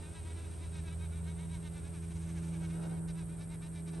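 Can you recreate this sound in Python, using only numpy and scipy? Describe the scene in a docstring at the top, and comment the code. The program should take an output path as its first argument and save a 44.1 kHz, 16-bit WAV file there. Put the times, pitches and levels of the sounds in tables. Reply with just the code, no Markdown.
"""A mud wasp works on its nest on an outdoor wall: from the start its flight muscles buzz in short
bursts and hammer its jaws against the mud. Two bands of insects shrill throughout, and a distant
engine drones over rumbling, hissing air. A high trill creeps in. Around two seconds the wasp's
bursts turn shorter, lower and brighter. Just before three seconds the engine's roar swells and
falls back; it rises again at the very end."""
import sys
import numpy as np
from scipy import signal
from scipy.fft import rfft, irfft
from scipy.io import wavfile
from scipy.ndimage import uniform_filter1d

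SR = 44100
rng = np.random.default_rng(int(sys.argv[2]) if len(sys.argv) > 2 else 0)


def digitize_waveform(pressure):
    """Quantize a signal to 16-bit integers and store it at the path in sys.argv[1].

    Rows of a 2-D input are taken as channels; values are limited to [-1, 1].
    """
    field = np.atleast_2d(pressure).T
    bounded = np.clip(field, -1, 1)
    quanta = np.round(bounded * 32767).astype(np.int16)
    wavfile.write(sys.argv[1], SR, quanta)


N = 176400


def from_db(db):
    """Decibels to gain."""
    return 10 ** (np.asarray(db) / 20)


def unit_rms(x):
    """Scale to rms 1."""
    return x / np.sqrt(np.mean(x ** 2) + 1e-20)


def curve(points):
    """An automation curve, read at every sample."""
    time_s, value = np.transpose(points)
    return np.interp(np.arange(N) / SR, time_s, value)


def at_bins(points):
    """A curve over log frequency, read at every bin."""
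    hz, value = np.transpose(points)
    return np.interp(np.log(np.fft.rfftfreq(N, 1 / SR) + 1), np.log(hz), value)


def drift(rate_hz):
    """Smooth random motion, mostly below the given rate; rms 1."""
    rolloff = (1 + (np.fft.rfftfreq(N, 1 / SR) / rate_hz) ** 2) ** 2
    return unit_rms(irfft(rfft(rng.standard_normal(N)) / rolloff, N))


def resonate(x, spectrum):
    """Ring a signal through a minimum-phase filter with the given spectrum."""
    cepstrum = irfft(np.log(from_db(at_bins(spectrum))), N)
    cepstrum[1:N // 2] *= 2
    cepstrum[N // 2 + 1:] = 0
    impulse = irfft(np.exp(rfft(cepstrum)), N)[:SR // 20]
    return signal.fftconvolve(x, impulse)[:N]


def moving_peak(x, centre_hz, q):
    """A resonance whose centre follows a curve."""
    out, state, block = np.zeros(N), [0., 0.], 128
    for i in range(0, N, block):
        peak = signal.iirpeak(centre_hz[i], q, fs=SR)
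        out[i:i + block], state = signal.lfilter(*peak, x[i:i + block], zi=state)
    return out


def wide_noise(spectrum):
    """Stereo noise from all around; rms 1."""
    # how alike left and right are: frequency_hz, correlation
    likeness = [(60, 0.65), (160, 1), (300, 0.26), (600, 0.17), (1200, 0.29), (2500, 0.78), (8000, 1)]
    alike = np.clip(at_bins(likeness), -1, 1)
    mid, side = rfft(rng.standard_normal((2, N))) * from_db(at_bins(spectrum))
    return unit_rms(irfft(np.sqrt(1 + alike) * mid + np.sqrt(1 - alike) * side * [[1], [-1]], N))


def clicks(times_s, sizes):
    """Clicks placed between samples."""
    at = np.clip(times_s * SR, 0, N - 2)
    whole = at.astype(int)
    late = at - whole
    return np.bincount(whole, sizes * (1 - late), N) + np.bincount(whole + 1, sizes * late, N)


def flight_muscles():
    """Effort, pitch and brightness: each burst builds to a crest, holds and stops quickly."""
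    # muscle bursts: start_s, length_s, attack_s, relative_level_db, relative_treble_db,
    # early_pitch_hz, middle_pitch_hz, late_pitch_hz
    bursts = [(-0.022, 0.13, 0.056, -60, -12.5, 304.6, 306.5, 311.5),
              (0.088, 0.13, 0.071, -58.5, -10, 307, 329, 310.3),
              (0.208, 0.14, 0.063, -58, -10.5, 310.8, 322.8, 315.7),
              (0.331, 0.16, 0.045, -60.0, -8, 333.6, 331.4, 324),
              (0.477, 0.09, 0.039, -65.5, -5.0, 289.5, 299, 304.3),
              (0.553, 0.14, 0.078, -60.5, -6, 319, 327.4, 328.8),
              (0.703, 0.12, 0.048, -58.0, -5.5, 313, 311.8, 297.4),
              (0.818, 0.14, 0.056, -57.5, -9, 330.0, 321.9, 333.3),
              (0.972, 0.11, 0.047, -57, -10, 312.6, 327, 292),
              (1.099, 0.12, 0.029, -61, -9, 280.0, 311.7, 271.4),
              (1.222, 0.12, 0.057, -58, -8, 303.5, 313.3, 319),
              (1.338, 0.137, 0.057, -60.0, -9.5, 286.8, 321, 313),
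              (1.468, 0.12, 0.069, -57.5, -6.5, 308.8, 332.7, 309),
              (1.601, 0.1, 0.058, -58.0, -8.5, 302.4, 302.0, 297),
              (1.703, 0.11, 0.061, -59.5, -7.5, 292.0, 295.0, 285.0),
              (1.803, 0.099, 0.047, -61.0, -7, 266, 282.9, 290.0),
              (1.914, 0.09, 0.034, -60.0, -7, 326, 291.5, 261.3),
              (2.013, 0.06, 0.016, -64.5, -2.5, 300.8, 301.8, 264.3),
              (2.083, 0.059, 0.036, -59, -4.0, 266.7, 263, 250.3),
              (2.133, 0.067, 0.027, -64, -0.5, 320.6, 306.8, 292.8),
              (2.187, 0.082, 0.034, -64, -0.5, 271.2, 274.2, 271.8),
              (2.243, 0.097, 0.05, -61.5, -2.5, 290.7, 294.8, 265.1),
              (2.323, 0.092, 0.046, -59.5, -5.5, 305.8, 285.3, 249.7),
              (2.408, 0.11, 0.025, -63, -2, 303.5, 290.4, 298.5),
              (2.493, 0.1, 0.046, -59.5, -5.5, 325.0, 291, 266.6),
              (2.578, 0.1026, 0.0649, -57.5, -6.5, 313, 310.4, 313.6),
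              (2.668, 0.13, 0.036, -61.0, -8.5, 303.8, 311.6, 317),
              (2.778, 0.11, 0.055, -59.0, -6.5, 321, 322.8, 314),
              (2.878, 0.13, 0.023, -62.5, -7.5, 299, 324.4, 300.4),
              (3.071, 0.06, 0.016, -58.5, -3.0, 305.0, 296, 298.8),
              (3.128, 0.12, 0.055, -60, -5.5, 317.7, 329, 312.0),
              (3.256, 0.12, 0.037, -65.5, -8.5, 281, 309.7, 295.0),
              (3.36, 0.1, 0.051, -60.5, -3.5, 282.6, 283, 286.6),
              (3.473, 0.1, 0.049, -59.0, -7.5, 289.7, 312.0, 280.3),
              (3.606, 0.089, 0.021, -59.0, -7, 290, 308, 311.6),
              (3.714, 0.11, 0.047, -61.0, -5, 284.2, 297.6, 288.0),
              (3.853, 0.067, 0.027, -60.0, -3, 317, 289.2, 272.5),
              (3.908, 0.095, 0.028, -61.5, -5, 297.7, 285.6, 281)]
    crest_db, crest_s, release_s, usual_treble_db = 3, .014, .025, -11
    t = np.arange(N) / SR
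    effort, bright_db = np.zeros(N), np.zeros(N)
    pitch = np.full(N, bursts[0][-1], float)
    for start, length, attack, db, treble_db, early_hz, middle_hz, late_hz in bursts:
        age = t - start
        push_db = crest_db * np.exp(-((age - attack - crest_s / 2) / crest_s) ** 2)
        envelope = np.clip(age / attack, 0, 1) * np.clip((length - age) / release_s, 0, 1)
        level = from_db(db + push_db) * envelope
        leads = level > effort  # where bursts overlap, the stronger wins
        effort[leads], bright_db[leads] = level[leads], treble_db - usual_treble_db
        contour = [early_hz * 1.02, early_hz, middle_hz, late_hz, late_hz * .97]  # starts sharp, sags
        pitch[leads] = np.interp(age[leads] / length, [0, .2, .55, .9, 1], contour)
    return effort, pitch, bright_db


def jaw_taps(pitch, rough):
    """One tap on the mud per muscle stroke, with two loose rebounds and a puff of grit."""
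    # bounces after each tap: delay_cycles, level_db
    rebounds = [(.27, -6.5), (.58, -7)]
    wobble, jitter_s, spread_db = .008, 8e-6, .7
    grit_db, grit_cycles = -15.5, .6
    t = np.arange(N) / SR
    cycles = np.cumsum(pitch * (1 + wobble * rough * drift(30))) / SR
    strokes = np.interp(np.arange(1, int(cycles[-1])), cycles, t)
    loose, period = np.interp(strokes, t, rough), np.interp(strokes, t, 1 / pitch)
    timing, force, *slips = loose * rng.standard_normal((SR // 20, 4))[:len(strokes)].T
    taps = clicks(strokes + jitter_s * timing, from_db(spread_db * force))
    for (delay, db), slip in zip(rebounds, slips):
        grip = np.interp(strokes, t, drift(12))  # the shifting grip slowly moves the bounce
        taps -= clicks(strokes + period * (delay + .035 * grip + .008 * slip), from_db(db))
    grit = unit_rms(rng.standard_normal(N) * np.exp(-(cycles % 1) / grit_cycles))
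    low_cut = signal.butter(2, 200, "high", fs=SR, output="sos")
    return signal.sosfilt(low_cut, unit_rms(taps) + from_db(grit_db) * rough * grit)


def wasp():
    """The taps set wasp and mud ringing: a buzz with a moving rasp on top."""
    # resonances of the wasp on the mud: frequency_hz, relative_db
    body = [(250, 10), (620, -11.5), (950, 8), (1220, 2), (1560, 7), (1900, 1), (2260, 8.5), (2650, 2.5),
            (3100, -0.5), (3950, -1), (4350, -7), (5100, -10.5), (6500, -10.5), (11000, -28)]
    # a narrow ring that comes and goes as the wasp shifts: time_s, gain_db
    ring_db = [(0, 3.5), (1.7, 7.5), (2.05, -9), (2.5, -17), (2.8, -2), (4, 1)]
    # the rasp, moving with the wasp's grip: time_s, centre_hz
    rasp_hz = [(.7, 5270), (1, 6080), (1.55, 6200), (1.92, 5390), (2.03, 6490), (2.55, 6352), (2.9, 5240)]
    ring_hz, treble_hz, trim_db = 3830, 4250, -1.5
    effort, pitch, bright_db = flight_muscles()
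    taps = jaw_taps(pitch, rough=from_db(.95 * bright_db))  # bright bursts rattle more
    buzz = resonate(taps, body)
    buzz += from_db(curve(ring_db)) * signal.lfilter(*signal.iirpeak(ring_hz, Q=16.4, fs=SR), buzz)
    buzz /= np.sqrt(np.maximum(uniform_filter1d(buzz ** 2, size=1300), 1e-6))  # even out the level
    treble = signal.sosfiltfilt(signal.butter(4, treble_hz, "high", fs=SR, output="sos"), buzz)
    rasp = from_db(.5) * moving_peak(treble, curve(rasp_hz), q=3.3) + from_db(-6) * treble
    flutter_db = .7 * drift(70)
    return (buzz - treble + from_db(bright_db) * rasp) * effort * from_db(trim_db + flutter_db)


def wall(x, level_db=-20, t60_s=.05):
    """A brief scatter from the wall, different on each side."""
    t = np.arange(SR // 10) / SR
    scatter = rng.standard_normal((2, len(t))) * from_db(-60 * t / t60_s)
    scatter /= np.linalg.norm(scatter[0])
    return from_db(level_db) * signal.fftconvolve(x[None], scatter)[:, :N]


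def shrill(spectrum, lag_s):
    """Many far insects merge into a flickering band that reaches the left side first."""
    band = irfft(rfft(rng.standard_normal(N)) * from_db(at_bins(spectrum)), N)
    flicker_db = .86 * drift(170)
    left = rfft(band * from_db(flicker_db))
    right = left * np.exp(-2j * np.pi * np.fft.rfftfreq(N, 1 / SR) * lag_s)
    return unit_rms(irfft([left, right], N))


def insect_chorus():
    """Two steady bands of shrilling, one above the other."""
    # colour of each band: frequency_hz, relative_db
    low_band = [(6700, -44), (7250, -14), (7800, -10.5), (8200, -0.5), (8600, 0.5), (8900, -2), (9300, -17),
                (10100, -51)]
    high_band = [(8200, -72), (9100, -4), (9950, 14), (10300, -1), (10900, 11), (11600, -38)]
    low = from_db(-60.5) * shrill(low_band, lag_s=.000117)
    high = from_db(-62) * shrill(high_band, lag_s=.000245)
    return low + high


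def open_air():
    """The outdoor bed: a low rumble, a steady wash of air and a faint hiss."""
    # colour of each layer: frequency_hz, relative_db
    rumble = [(20, -42), (38, -24), (52, -4), (105, -4), (130, -11.5), (190, -14), (260, -77)]
    air = [(30, -35), (100, -5), (220, 1.5), (350, 0), (480, -6), (950, -11.5), (1550, -15), (2200, -25),
           (6000, -63)]
    hiss = [(900, -30), (2300, 0), (4500, -7), (6500, -6), (12000, -25)]
    # fader rides: time_s, level_db
    rumble_db = [(0, -49.5), (1.1, -47.5), (2.5, -48), (3.2, -48), (4, -50.5)]
    hiss_db = [(0, -66), (.55, -66), (1.2, -70), (2.7, -67), (3.04, -76), (3.2, -73)]
    return (from_db(curve(rumble_db)) * wide_noise(rumble)
            + from_db(-57.5) * wide_noise(air)
            + from_db(curve(hiss_db)) * wide_noise(hiss))


def engine():
    """Harmonics of the firing rate waver on their way through the air; a roar swells behind them."""
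    # firing rate: time_s, rate_hz
    firing_hz = [(0, 83.56), (.8, 81.86), (1.3, 83.38), (2, 83.02), (4, 82.5)]
    # strong partials: harmonic, trim_db, left_minus_right_db
    main_partials = [(1, -0.5, -1.5), (2, 0, -1.6), (4, 1, -5), (5, -5.5, -15)]
    # their fader rides, ahead of the trim: time_s, level_db
    first_db = [(0, -42.5), (.15, -48.5), (.35, -40.5), (.6, -44), (.8, -41), (1.3, -41.5), (1.5, -47),
                (1.95, -43.5), (2.45, -43.5), (2.8, -50), (3.5, -55), (4, -52)]
    second_db = [(0, -51), (.3, -61), (.58, -58), (.78, -46), (1.1, -49), (1.251, -43), (1.5, -43),
                 (1.85, -47.5), (2.2, -41.5), (2.55, -38.5), (3.1, -39), (3.35, -43.5), (3.7, -44.5),
                 (4, -40)]
    fourth_db = [(0, -65), (.35, -64), (.7, -70.5), (1.8, -65.5), (2.3, -59), (2.62, -55), (3.2, -62),
                 (3.7, -68), (4, -57)]
    fifth_db = [(0, -59.5), (2.3, -60), (3.7, -62), (4, -54.5)]
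    # faint, steady partials: harmonic, level_db, left_minus_right_db
    weak_partials = [(3, -68, 2), (7, -74, -3.5), (8, -75.5, 7)]
    # colour of the roar: frequency_hz, relative_db
    roar = [(40, -54), (150, -10), (320, 3), (900, -3), (1150, -16), (1450, -6), (2100, -34.5)]
    # swells of the roar: time_s, level_db
    roar_db = [(0, -61.5), (1.6, -66.5), (1.84, -59), (2.05, -76.5), (2.58, -57), (2.68, -58),
               (2.77, -52.5), (2.88, -51), (3.05, -60), (3.3, -66.5), (3.88, -64.5), (4, -50.5)]
    flutter_db, roar_pan_db, wander_rad = 2.2, 1.5, .067
    sides = np.array([[1], [-1]])
    phase = 2 * np.pi * np.cumsum(curve(firing_hz)) / SR
    rides = first_db, second_db, fourth_db, fifth_db
    main = [(k, curve(ride) + trim, pan) for (k, trim, pan), ride in zip(main_partials, rides)]
    out = from_db(curve(roar_db) + flutter_db * drift(31) + sides * roar_pan_db / 2) * wide_noise(roar)
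    for harmonic, db, pan_db in main + weak_partials:
        heard = phase + wander_rad * (drift(7.8) + drift(1) * sides)  # quick waver, slow stereo sway
        tone = np.sqrt(2) * np.sin(harmonic * heard + rng.uniform(0, 2 * np.pi))
        out += from_db(db + sides * pan_db / 2) * tone
    return out


def trill(strokes_per_s=72.5, band_hz=(10650, 11350)):
    """One nearer insect, a little to the right: a high narrow band, pulsed once per wing stroke."""
    # slow fade-in, ahead of the pan: time_s, level_db
    trill_db = [(0, -81), (1.6, -73), (3, -70), (4, -73)]
    stroke = (.5 + .5 * np.cos(2 * np.pi * strokes_per_s * np.arange(N) / SR)) ** 2
    pulses = rng.standard_normal(N) * (stroke + .2)
    band = signal.sosfilt(signal.butter(4, band_hz, "band", fs=SR, output="sos"), pulses)
    return from_db(curve(trill_db)) * unit_rms(band) * from_db([[-2], [2]])


def scene():
    """The wasp close up against its wall, the rest farther away."""
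    buzz = wasp()
    background = insect_chorus() + trill() + open_air()
    return buzz + wall(buzz) + background + engine()


def record(dry, cutoff_hz=11500):
    """A steep high cut on the whole mix."""
    return signal.sosfilt(signal.ellip(10, .2, 80, cutoff_hz, fs=SR, output="sos"), dry)


dry = scene()
out = record(dry)
digitize_waveform(out)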